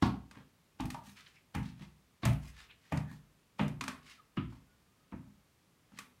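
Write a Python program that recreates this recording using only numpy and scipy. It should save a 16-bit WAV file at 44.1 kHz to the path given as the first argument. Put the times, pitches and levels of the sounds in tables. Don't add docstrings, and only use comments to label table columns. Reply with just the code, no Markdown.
import sys
import numpy as np
from scipy import signal
from scipy.fft import rfft, irfft, next_fast_len
from scipy.io import wavfile
from scipy.ndimage import uniform_filter1d

SR = 44100
rng = np.random.default_rng(int(sys.argv[2]) if len(sys.argv) > 2 else 0)


def log_audio(samples):
    frames = np.atleast_2d(samples).T
    limited = np.clip(frames, -1, 1)
    pcm = np.round(limited * 32767).astype(np.int16)
    wavfile.write(sys.argv[1], SR, pcm)


N = 273420
T = np.arange(3 * 2 ** 13) / SR
HZ = np.fft.rfftfreq(len(T), 1 / SR) + 1e-3

# (frequency [Hz], relative density [dB per Hz])
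AIR = [(15, -63), (25, -16), (92, -3), (180, -3.5), (236, -8), (363, -11.5), (659, -17), (775, -17),
       (1230, -16.5), (1480, -19.5), (2110, -19.5), (13600, -30), (16000, -34.5)]
# (frequency [Hz], time to fall 60 dB [s])
ROOM = [(100, 0.47), (300, 0.43), (1000, 0.34), (3000, 0.32), (7000, 0.24), (15000, 0.43)]
# (time [s], thump level [dB], thump centre [Hz], ring length [factor], floor boom level [dB],
# knock level [dB], slap level [dB], slap upper edge [Hz])
STEPS = [(0.024, -26, 224, 0.81, -53, -32, -42, 5060), (0.798, -39, 244, 1.46, -45, -43, -52, 3430),
         (1.548, -38, 160, 1.87, -42, -45.5, -45.5, 2750), (2.232, -39, 314, 0.5, -52, -44, -44.5, 3720),
         (2.254, -26, 110, 1.02, -53, -39, -41, 2970), (2.921, -33.5, 179, 1.32, -45, -39.5, -45.5, 2580),
         (3.593, -30.5, 190, 1.8, -66, -37.5, -40.5, 3140),
         (4.371, -34, 282, 0.58, -44.5, -44, -48.5, 3250), (5.122, -45, 218, 1.2, -51.5, -53, -60, 2230)]
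# (time [s], level [dB], centre [Hz])
SNAPS = [(0.022, -52.5, 4600), (0.311, -59, 2840), (0.804, -52.5, 3400), (0.854, -55.5, 5650),
         (0.902, -48, 3920), (0.9435, -56, 2230), (1.549, -53.5, 5500), (2.252, -39.5, 4140),
         (2.33, -61.5, 9000), (2.922, -59, 6500), (2.972, -50, 3000), (3.679, -56.5, 4070),
         (3.8092, -41.5, 2440), (3.838, -47, 3100), (3.879, -40.5, 2520), (5.987, -48, 3730),
         (6.008, -69, 2230)]
# (frequency [Hz], relative level [dB], time to fall 60 dB before the ring factor [s])
FRAME = [(45.9, -12, 0.92), (62.2, -3.5, 0.64), (85.5, -4, 0.44), (120.9, 0.5, 0.3), (148.4, -2.5, 0.36),
         (173.1, -7, 0.31), (201.9, 1.5, 0.21), (249, -3, 0.3), (268.9, 0, 0.17), (304, 1.5, 0.11),
         (351.3, -10, 0.27)]
# (frequency [Hz], width [Hz], relative level [dB])
BOARD = [(414, 55, 7.5), (596.7, 44, -1.5), (663, 10, 0.5), (828, 51, -4), (917, 26, 1), (1110, 100, -1),
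         (1275, 130, -4.5), (1340, 34, -19.5), (1842, 330, -3.5), (2088, 27, -1.5), (2456, 170, -1),
         (3150, 41, -6), (3630, 23, -4), (4160, 17, -36)]
# (time [s], thud level [dB], knock level [dB], scuff level [dB], scuff centre [Hz])
PUSH_OFFS = [(.368, -54, -68, -59.5, 1010), (.945, -51, -45, -72, 2370), (1.07, -57, -67.5, -60, 3520),
             (1.808, -49, -70, -58, 1610), (2.445, -60.5, -66.5, -59.5, 3040),
             (3.113, -54, -65, -64.5, 3300), (4.522, -55.5, -65, -69, 2070), (5.264, -61, -74, -100, 1520),
             (5.918, -59.5, -71, -71, 1620)]
# (time of
# peak [s], half length [s], level [dB])
SWINGS = [(1.189, 0.018, -57), (1.293, 0.058, -64.5), (1.663, .029, -59), (2.6, 0.033, -55.5),
          (2.881, 0.041, -67.5), (4.099, .035, -55.5), (5.986, 0.015, -57.5)]
# (time of peak [s], half length [s], level [dB], pitch at peak [Hz], glide [octaves/s])
SQUEAKS = [(1.269, .0045, -60, 2900, -5.5), (1.371, .008, -65.5, 2414, -2), (2.71, .011, -58, 2540, 2),
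           (3.102, 0.028, -60.5, 1777, 1.5), (4.196, 0.012, -61, 1243, -8.5), (4.72, 0.031, -78, 1454, 0),
           (4.98, .095, -81, 1247, .5)]
# (frequency [Hz], width [Hz], relative level [dB])
PANEL = [(496, 110, 6.5), (834, 90, -14), (990, 100, 0), (1310, 110, -0.5), (1730, 85, -25), (2840, 250, 4),
         (3340, 130, 5.5)]


def amp(db):
    return 10 ** (np.asarray(db) / 20)


def along(points, hz):
    f, v = np.transpose(points)
    return np.interp(np.log(hz + 1), np.log(f), v)


def room_tone():
    level_db = -70
    spectrum = rfft(rng.standard_normal(N))
    colour = amp(along(AIR, np.fft.rfftfreq(N, 1 / SR)))
    air = irfft(spectrum * colour, N)
    return amp(level_db) * air / np.std(air)


def loudest(x, size):
    power = uniform_filter1d(x * x, size, mode="constant")
    return x / np.sqrt(np.max(power))


def add(track, s, x):
    start = max(round(s * SR), 0)
    track[start:start + len(x)] += x[:N - start]


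def band(low_hz, high_hz, fall=5.1):
    below = 1 + (low_hz / HZ) ** 6
    above = 1 + (HZ / high_hz) ** (2 * fall)
    return 1 / np.sqrt(below * above)


def favour(hz, centre_hz, octaves):
    return 1 / np.sqrt(1 + (2 * np.log2(hz / centre_hz) / octaves) ** 2)


def resonances(modes):
    return sum(amp(db) ** 2 / (1 + ((HZ ** 2 - hz ** 2) / (HZ * width)) ** 2) for hz, width, db in modes)


def board(between_db):
    return np.sqrt(resonances(BOARD) + amp(between_db) ** 2)


def coloured(x, gain):
    cepstrum = irfft(np.log(np.maximum(gain, 1e-5)))
    cepstrum[1:] *= 2 * (np.arange(1, len(T)) < len(T) // 2)
    response = irfft(np.exp(rfft(cepstrum)))
    return signal.fftconvolve(x, response)[:len(T)]


def room_tail():
    hz, t, z = signal.stft(rng.standard_normal(len(T)), SR, nperseg=256)
    decay = amp(-60 * t / along(ROOM, hz)[:, None])
    tail = signal.istft(z * decay, SR, nperseg=256)[1]
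    return tail[:len(T)] / np.linalg.norm(tail)


def in_room(x, wet_db):
    return x + amp(wet_db) * signal.fftconvolve(x, room_tail())[:len(T)]


def burst(t60, rise, wet_db):
    contact = rng.standard_normal(len(T)) * amp(-60 * T / t60) * (1 - np.exp(-T / rise))
    reflections = room_tail() * (1 - np.exp(-T / 0.00055))
    return contact / np.linalg.norm(contact) + amp(wet_db) * reflections


def swell(half):
    return np.exp(-.5 * (T / half - 3) ** 2)


def stroke(half, gain):
    grip_db = 4.5 * np.interp(T, T[::200], rng.standard_normal(len(T[::200])))
    rub = rng.standard_normal(len(T)) * amp(grip_db) * swell(half)
    return loudest(in_room(coloured(rub, gain), wet_db=-1.5), size=1024)


def brush(s, half, db, low_hz, high_hz):
    track = np.zeros(N)
    colour = board(between_db=1) * band(low_hz, high_hz, fall=2.06) / np.sqrt(1 + HZ / 2000)
    add(track, s - 3 * half, amp(db) * stroke(half, colour))
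    return track


def footsteps():
    attic_from_s = 4
    load_s, load_at_hz, load_power = 0.0071, 3040, 1.9
    touch_half_s, touch_db, touch_low_hz, touch_high_hz = .005, -11.5, 329, 3600
    stair_knock_hz = 812
    roll_s, roll_db, roll_hz, roll_rise_s, roll_knock_db = .046, -40, 132.6, 0.009, -54.5
    level_roll_db = -7.5
    slide_after_s, slide_half_s, slide_low_hz, slide_high_hz = 0.03, 0.019, 5200, 8000
    slide_at_db, slide_at_thump_db, slide_db_per_db = -62.5, -29, .5

    out = np.zeros(N)
    for s, db, centre_hz, ring, boom_db, knock_db, slap_db, edge_hz in STEPS:
        rise = load_s * (load_at_hz / edge_hz) ** load_power
        out += brush(s, touch_half_s, slap_db + touch_db, touch_low_hz, touch_high_hz)
        add(out, s, amp(db) * thump(centre_hz, rise, ring))
        add(out, s, amp(boom_db) * boom())
        add(out, s, amp(slap_db) * slap(edge_hz))
        if s < attic_from_s:
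            add(out, s, amp(knock_db) * knock(stair_knock_hz))
            add(out, s + roll_s, settle(roll_db, roll_hz, roll_rise_s, roll_knock_db, stair_knock_hz))
            slide_db = slide_at_db + slide_db_per_db * (db - slide_at_thump_db)
            out += brush(s + slide_after_s, slide_half_s, slide_db, slide_low_hz, slide_high_hz)
        else:
            add(out, s, amp(knock_db) * panel(edge_hz))
            add(out, s + roll_s, amp(db + level_roll_db) * thump(roll_hz, roll_rise_s, ring=0.63))
    return out


def cracks_and_ticks():
    spread = 2.82
    top_hz = 13800
    room_db, snap_at_db, room_db_per_faint_db = -2.5, -43.5, -0.01
    shake_at_hz, shake_db_per_octave = 2540, -9
    shake_knock_db, shake_knock_hz, shake_thump_db, shake_thump_hz = -4, 1126, -6, 226

    out = np.zeros(N)
    wood = board(between_db=-7.0) * band(300, top_hz, fall=5.4) / np.sqrt(1 + HZ / 1500)
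    for s, db, centre_hz in SNAPS:
        wet_db = room_db + room_db_per_faint_db * (snap_at_db - db)
        noise = burst(t60=0.024, rise=0.0019, wet_db=wet_db)
        snap = coloured(noise, wood * band(centre_hz / spread, centre_hz * spread, fall=2.45))
        shake_db = db + shake_db_per_octave * np.log2(centre_hz / shake_at_hz)
        shake = settle(shake_db + shake_thump_db, shake_thump_hz, 0.0036,
                       shake_db + shake_knock_db, shake_knock_hz)
        add(out, s, amp(db) * loudest(snap, size=1024) + shake)
    return out


def thump(centre_hz, rise, ring):
    hz, db, t60 = np.transpose(FRAME)[:, :, None]
    strength, detune = rng.standard_normal((2, len(FRAME), 1))
    sizes = favour(hz, centre_hz, octaves=0.6) * amp(db + 2.6 * strength)
    cycles = hz * (1 + 0.0088 * detune) * T + rng.random((len(FRAME), 1))
    decay = np.exp(-np.log(1000) * T / (t60 * ring))
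    modes = sizes * np.sin(2 * np.pi * cycles) * decay
    loaded = modes.sum(0) * (1 - np.exp(-T / rise))
    return loudest(in_room(loaded, wet_db=-6.5), size=2048)


def knock(centre_hz):
    gain = board(between_db=-6) * favour(HZ, centre_hz, octaves=0.47) * band(low_hz=336, high_hz=1630)
    blow = coloured(burst(t60=0.026, rise=0.00074, wet_db=-17.5), gain)
    return loudest(in_room(blow, wet_db=2.0), size=1024)


def settle(thud_db, centre_hz, rise, knock_db, knock_hz):
    return amp(thud_db) * thump(centre_hz, rise, ring=0.83) + amp(knock_db) * knock(knock_hz)


def boom():
    push = burst(t60=0.2, rise=0.016, wet_db=-2)
    return loudest(coloured(push, band(74, 78.6, fall=3.5)), size=2048)


def slap(edge_hz):
    gain = board(between_db=-1) * band(0.36 * edge_hz, edge_hz, fall=5.45)
    return loudest(coloured(burst(t60=0.048, rise=0.00038, wet_db=7.0), gain), size=1024)


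def push_offs():
    thud_hz, rise_s, knock_hz = 185.5, 0.0064, 960
    scuff_after_s, scuff_half_s = .014, 0.031
    spread = 2.84
    out = np.zeros(N)
    for s, thud_db, knock_db, scuff_db, scuff_hz in PUSH_OFFS:
        add(out, s, settle(thud_db, thud_hz, rise_s, knock_db, knock_hz))
        out += brush(s + scuff_after_s, scuff_half_s, scuff_db, scuff_hz / spread, scuff_hz * spread)
    return out


def leg_swings():
    return sum(brush(s, half, db, low_hz=1300, high_hz=4670) for s, half, db in SWINGS)


def squeaks():
    jitter_at, jitter_at_db, jitter_at_hz = 0.134, -61, 2000
    out = np.zeros(N)
    for s, half, db, hz, glide in SQUEAKS:
        jitter = jitter_at * amp(db - jitter_at_db) * (hz / jitter_at_hz) ** 2.15
        add(out, s - 3 * half, amp(db) * squeak(half, hz, glide, jitter))
    return out


def squeak(half, hz, glide, jitter):
    waver = np.interp(T, T[::24], rng.standard_normal(len(T[::24])))
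    pitch = hz * 2 ** (glide * (T - 3 * half)) * (1 + jitter * waver)
    tone = swell(half) * np.sin(2 * np.pi * np.cumsum(pitch) / SR)
    return loudest(in_room(tone, wet_db=-4.5), size=1024)


def panel(edge_hz):
    centre_hz = 0.39 * edge_hz
    gain = np.sqrt(resonances(PANEL)) * favour(HZ, centre_hz, octaves=0.46)
    gain = gain * band(low_hz=377, high_hz=edge_hz, fall=5.7)
    blow = coloured(burst(t60=0.092, rise=0.0021, wet_db=-9), gain)
    return loudest(in_room(blow, wet_db=-6.5), size=1024)


def scene():
    mix = room_tone() + footsteps() + cracks_and_ticks() + push_offs() + leg_swings() + squeaks()
    return mix[None]


def record(dry):
    top_hz = 15900
    size = next_fast_len(N + SR)
    kept = np.fft.rfftfreq(size, 1 / SR) < top_hz
    return irfft(rfft(dry, size) * kept, size)[:, :N]


dry = scene()
out = record(dry)
log_audio(out)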